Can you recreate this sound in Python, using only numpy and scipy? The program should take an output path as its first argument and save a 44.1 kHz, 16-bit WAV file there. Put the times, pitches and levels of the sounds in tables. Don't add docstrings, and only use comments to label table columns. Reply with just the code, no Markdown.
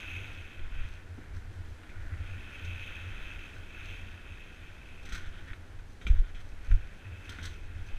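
import sys
import numpy as np
from scipy import signal
from scipy.fft import rfft, irfft
from scipy.io import wavfile
from scipy.ndimage import uniform_filter1d

SR = 44100
rng = np.random.default_rng(int(sys.argv[2]) if len(sys.argv) > 2 else 0)


def file_out(sig):
    cols = np.atleast_2d(sig).T
    lim = np.clip(cols, -1, 1)
    pcm = np.round(lim * 32767).astype(np.int16)
    wavfile.write(sys.argv[1], SR, pcm)


N = 352167

# (frequency [Hz], width [Hz], level [dB])
TYRE_MODES = [(1458, 187, -5.5), (1860, 295, -7.5), (2245, 510, -12)]
# (frequency [Hz], width [Hz], level [dB])
CHAIN_MODES = [(3154, 335, 1.5), (3790, 450, -3), (4110, 200, -3.5)]
# (frequency [Hz], width [Hz], level [dB])
PARTS_MODES = [(4070, 450, 5), (4830, 63, -2), (5000, 440, -7.5), (6210, 380, 3.5), (7870, 660, -5.5),
               (10700, 3800, -13), (13400, 6000, -16.5)]


def undb(db):
    return 10 ** (np.asarray(db) / 20)


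def unit(x):
    return x / np.sqrt(np.mean(x ** 2))


def columns(table):
    times, *rest = np.transpose(table)
    return [np.interp(np.arange(N) / SR, times, column) for column in rest]


def ring(x, modes):
    total = 0
    for k, (hz, width, db) in enumerate(modes):
        b, a = signal.iirpeak(hz, hz / width, fs=SR)
        total = total + (-1) ** k * undb(db) * signal.lfilter(b, a, x)
    return total


def band(x, lo_hz, hi_hz, order=2):
    return signal.sosfilt(signal.butter(order, [lo_hz, hi_hz], "band", fs=SR, output="sos"), x)


def walk(rate):
    hold = int(SR / rate)
    steps = np.repeat(rng.standard_normal(N // hold + 1), hold)
    smooth = uniform_filter1d(uniform_filter1d(steps, hold), hold)
    return unit(smooth[:N])


def grains(rate, scatter_db):
    hit = rng.random(N) < rate / SR
    return unit(hit * rng.standard_normal(N) * undb(scatter_db * rng.exponential(size=N)))


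def swells(start, length, db, share):
    t, power = np.arange(N) / SR, np.zeros(N)
    for s, span, gain in zip(start, length, undb(db)):
        i, j = int(s * SR), min(int((s + span) * SR), N)
        to_nearest_end = np.minimum(t[i:j] - s, s + span - t[i:j])
        edge = np.clip(to_nearest_end / (share * span), 0, 1)
        power[i:j] += (gain * np.sin(np.pi / 2 * edge)) ** 2
    return np.sqrt(power)


def shaking():
    # (start [s], length [s], level [dB])
    gusts = [(0, 0.73, -50.5), (0.536, 0.45, -36), (1.283, 0.13, -41.5), (1.56, 0.24, -46),
             (1.866, 0.7, -39.5), (2.556, 0.45, -45.5), (3.047, 0.41, -39.5), (3.748, 0.4, -41),
             (4.2, 0.15, -56), (4.853, 0.43, -46), (5.04, 0.47, -41), (5.715, 0.13, -40),
             (6.042, 0.15, -26), (6.188, 0.51, -39.5), (6.654, 0.25, -35.5), (7.297, 1, -41.5)]
    # (start [s], length [s], level [dB])
    spells = [(0.004, 0.46, -44), (0.504, 0.13, -43), (0.76, 0.49, -53), (1.1, 0.12, -41),
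              (1.285, 0.49, -41), (1.933, 0.15, -43), (2.092, 0.14, -35), (2.285, 0.13, -40.5),
              (2.567, 0.3, -41), (2.89, 0.28, -43.5), (3.35, 0.31, -47), (3.703, 0.5, -53.5),
              (4.193, 0.24, -47.5), (4.56, 0.35, -57), (5.05, 0.28, -52.5), (5.405, 0.4, -48.5),
              (6.253, 0.31, -58), (6.677, 0.1, -34.5), (7.017, 0.19, -39.5), (7.226, 0.27, -45),
              (7.664, 0.25, -44.5)]
    # (frequency [Hz], width [Hz], level [dB])
    mount = [(87.1, 10.5, 10.5), (73.3, 4.7, -7)]
    buffet_db, drum_db = -48, -55
    swell_share = 0.23

    buffet = band(rng.standard_normal(N), 6.1, 24.4, order=1) * undb(1.0 * walk(3.18))
    drum = ring(rng.standard_normal(N), mount) * undb(0.5 * walk(5.4))
    buffet_gain = np.hypot(undb(buffet_db), swells(*np.transpose(gusts), swell_share))
    drum_gain = np.hypot(undb(drum_db), swells(*np.transpose(spells), swell_share))
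    return buffet_gain * unit(buffet) + drum_gain * unit(drum)


def jolts():
    # (time [s], peak level [dB], swing [Hz], build-up [s], direction [+1 or -1])
    jolt_list = [(0.759, -27, 18, 0.026, 1), (2.055, -41, 10, 0.0072, -1), (2.235, -32, 24, 0.01, -1),
                 (5.12, -27.5, 22, 0.0056, -1), (5.262, -27, 7.8, 0.0087, 1), (5.499, -30.5, 22, 0.0075, 1),
                 (6.044, -25.5, 47, 0.0068, 1), (6.091, -10, 38.5, 0.0084, 1),
                 (6.124, -13.5, 30, 0.0043, 1), (6.179, -12, 27, 0.011, -1), (6.672, -23.5, 19, 0.0049, 1),
                 (6.7, -13, 36.5, 0.012, 1), (6.732, -11.5, 25, 0.0073, 1), (7.919, -27.5, 17, 0.019, -1)]
    out = np.zeros(N + SR)
    t = np.arange(SR // 2) / SR
    for s, db, hz, build, way in jolt_list:
        swing = np.sin(2 * np.pi * hz * t) * t * np.exp(-t / max(build, .002))
        out[int(s * SR):][:len(t)] += np.sign(way) * undb(db) * swing / np.abs(swing).max()
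    return out[:N]


def knocks():
    # (time [s], tyre slap [dB], rim crack [dB], chain [dB], loose parts [dB], plywood [dB],
    # time for the burst to fall by 60 dB [s])
    knock_list = [(0.5933, -50, -39, -52, -69, -50.5, 0.035), (1.1797, -65, -72, -78, -80, -46.5, 0.17),
                  (1.3686, -45, -73, -72, -76, -53, 0.069), (1.8337, -45, -50, -70, -74, -70, 0.074),
                  (1.8925, -47, -50, -68, -68, -64, 0.24), (2.2636, -58, -43, -62, -73, -69, 0.08),
                  (2.6474, -60, -47, -53, -53, -55, 0.058), (5.028, -56, -59, -63, -60, -67, 0.08),
                  (5.0521, -54, -56, -55, -53, -55, 0.08), (5.089, -42, -52, -51, -53, -53, 0.07),
                  (5.1217, -38.5, -56, -45, -47.5, -48.5, 0.11), (5.1454, -37, -51.5, -47, -45, -53, 0.089),
                  (5.5322, -35.5, -41, -55, -62, -62, 0.027), (5.789, -50, -53, -68, -71, -66, 0.09),
                  (6.0135, -44, -50, -55, -63, -49, 0.19), (6.0676, -34, -26, -42, -47, -42.5, 0.057),
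                  (6.082, -48, -38, -54, -63, -52, 0.075), (6.348, -51, -44, -53, -66, -68, 0.13),
                  (6.7136, -31, -66, -72, -57, -46, 0.041), (7.293, -46, -53, -41, -43, -53, 0.038),
                  (7.3858, -36, -46, -52.5, -60, -47.5, 0.097), (7.4274, -64, -61, -49, -49, -67, 0.07),
                  (7.438, -40, -55, -50, -49, -51, 0.088), (7.4534, -41, -59, -52, -40.5, -56, 0.045),
                  (7.47, -50, -60, -47, -66, -60, 0.052)]
    rise_s = [0.00033, 0.0005, 0.0015, 0.0016, 0.0011]
    snap_db = [13.3, 12.3, 17, 3, 10.8]
    # (frequency [Hz], width [Hz], level [dB])
    rim_modes = [(2430, 280, -0.5)]

    tracks = np.zeros((5, N + SR))
    t = np.arange(SR // 3) / SR
    rise = 1 - np.exp(-t / np.array(rise_s)[:, None])
    snap = np.outer(undb(snap_db), np.exp(-t / 0.00012))
    scuff = 0.18 * np.exp(-t / 0.058)
    for s, *blow_db, t60 in knock_list:
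        decay = np.exp(-np.log(1000) * t / max(t60, .01))
        burst = rng.standard_normal(len(t)) * (decay + scuff)
        tracks[:, int(s * SR):][:, :len(t)] += undb(blow_db)[:, None] * (burst * rise + snap)
    tyre, rim, chain, parts, plywood = tracks[:, :N]

    wheel = undb(11.0) * ring(tyre, TYRE_MODES)
    wheel += undb(4.5) * ring(rim, rim_modes)
    wheel += undb(8.5) * ring(chain, CHAIN_MODES)
    loose = undb(7.5) * band(ring(parts, PARTS_MODES), 2900, 17000)
    boards = undb(18.5) * band(plywood, 94, 286)
    return band(wheel, 1160, 4560, order=3) + loose + boards


def bike():
    # (time [s], tyre roll level [dB], freewheel buzz level [dB])
    ride = [(0, -52.5, -46.5), (0.35, -56.5, -51.5), (0.66, -59.5, -59.5), (0.8, -58, -56.5),
            (0.96, -59.5, -60.5), (1.12, -63.5, -75), (1.55, -62.5, -74), (1.8, -63, -68),
            (2.14, -53.5, -78), (2.21, -56, -57), (2.86, -54, -46.5), (3.1, -53, -53), (3.25, -52.5, -50.5),
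            (3.68, -58, -58), (3.77, -53.5, -51.5), (3.9, -55.5, -49), (4.1, -58.5, -56),
            (4.65, -59, -57.5), (5.0, -63, -60.5), (5.5, -59, -63), (5.6, -69, -76), (5.98, -78, -76),
            (6.55, -65, -68), (6.64, -60, -63), (7.2, -61, -59), (7.55, -61, -64), (7.98, -61, -60)]
    # (frequency [Hz], width [Hz], level [dB])
    hub = [(2206, 385, -9), (2586, 123, 1), (3145, 82, -12.5), (6340, 300, -25.5), (9200, 100, -34),
           (10420, 380, -35.5), (13000, 200, -39), (13800, 720, -37)]
    # (start [s], length [s], tyre level [dB], chain level [dB], loose parts level [dB])
    scrapes = [(0.64, 0.07, -59, -75, -81), (0.724, 0.17, -57, -68, -73), (0.9, 0.09, -63, -70, -74),
               (1.17, 0.1, -60, -85, -75), (1.328, 0.071, -64, -84, -80), (5.05, 0.072, -55, -61.5, -64),
               (5.108, 0.092, -49, -57.5, -53.5), (5.163, 0.14, -54, -62, -67),
               (5.314, 0.12, -59, -61, -72), (5.47, 0.061, -51.5, -66, -70), (5.594, 0.2, -66, -77, -82),
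               (6.07, 0.16, -57.5, -68, -73), (6.223, 0.1, -57, -70, -75), (6.342, 0.087, -60, -67, -68),
               (7.233, 0.068, -58, -65, -69), (7.286, 0.1, -53, -60.5, -64),
               (7.384, 0.049, -52.5, -60, -69), (7.417, 0.082, -51, -58, -70), (7.484, 0.07, -57, -63, -68),
               (7.824, 0.15, -72, -68, -73)]
    scrape_share = 0.24
    chain_below_buzz_db, parts_below_buzz_db = -8, -27.5
    chain_idle_db, parts_idle_db = -77.5, -77.5

    roll = band(ring(grains(3000, 0.63) * undb(0.56 * walk(17)), TYRE_MODES), 865, 3700, order=3)
    buzz = band(ring(grains(1500, 0.52) * undb(1.3 * walk(11)), hub), 1500, 17000)
    rustle = band(ring(grains(2500, 0.56) * undb(0.69 * walk(16)), CHAIN_MODES), 2620, 3840, order=3)
    rattle = band(ring(grains(2500, 2.9) * undb(3.6 * walk(25)), PARTS_MODES), 3300, 17000)

    rolling, coasting = undb(columns(ride))
    start, length, *scrape_db = np.transpose(scrapes)
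    scuff, shake, clatter = (swells(start, length, db, scrape_share) for db in scrape_db)
    tyre_gain = np.hypot(rolling, scuff)
    chain_gain = np.sqrt(undb(chain_idle_db) ** 2 + (undb(chain_below_buzz_db) * coasting) ** 2 + shake ** 2)
    parts_gain = np.sqrt(undb(parts_idle_db) ** 2 + (undb(parts_below_buzz_db) * coasting) ** 2 + clatter ** 2)
    wheels = tyre_gain * unit(roll) + coasting * unit(buzz)
    return wheels + chain_gain * unit(rustle) + parts_gain * unit(rattle)


def rush():
    # (frequency [Hz], level per Hz [dB])
    rush_colour = [(65, -56), (110, -12), (144, -6.5), (173, -8), (947, -19), (1210, -21), (1530, -17.5),
                   (1690, -18.5), (2560, -25), (4380, -31.5), (6360, -34.5), (10700, -40), (14600, -48.5),
                   (15500, -52)]
    # (frequency [Hz], width [Hz], level [dB])
    hollow = [(316, 57, -8.5)]
    # (time [s], level [dB])
    air_level = [(0, -53.5), (0.6, -56), (1.6, -56.5), (2.5, -55), (3.3, -54.5), (4.4, -57), (5.3, -56),
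                 (5.9, -57.5), (7.4, -56), (7.99, -57)]

    hz = np.maximum(np.fft.rfftfreq(N, 1 / SR), 1)
    colour_hz, colour_db = np.transpose(rush_colour)
    colour = np.interp(np.log(hz), np.log(colour_hz), colour_db, left=-90)
    air = irfft(rfft(rng.standard_normal(N)) * undb(colour), N)
    air += ring(air, hollow)
    return unit(air) * undb(columns(air_level)[0] + 0.5 * walk(6))


def scene():
    bass_edge_hz = 106.8
    low_pass = signal.butter(8, bass_edge_hz, fs=SR, output="sos")
    body = signal.sosfilt(low_pass, shaking() + jolts())
    return (body + knocks() + bike() + rush())[None]


def record(dry):
    top_hz = 15250
    return signal.sosfilt(signal.ellip(8, .2, 70, top_hz, fs=SR, output="sos"), dry)


dry = scene()
out = record(dry)
file_out(out)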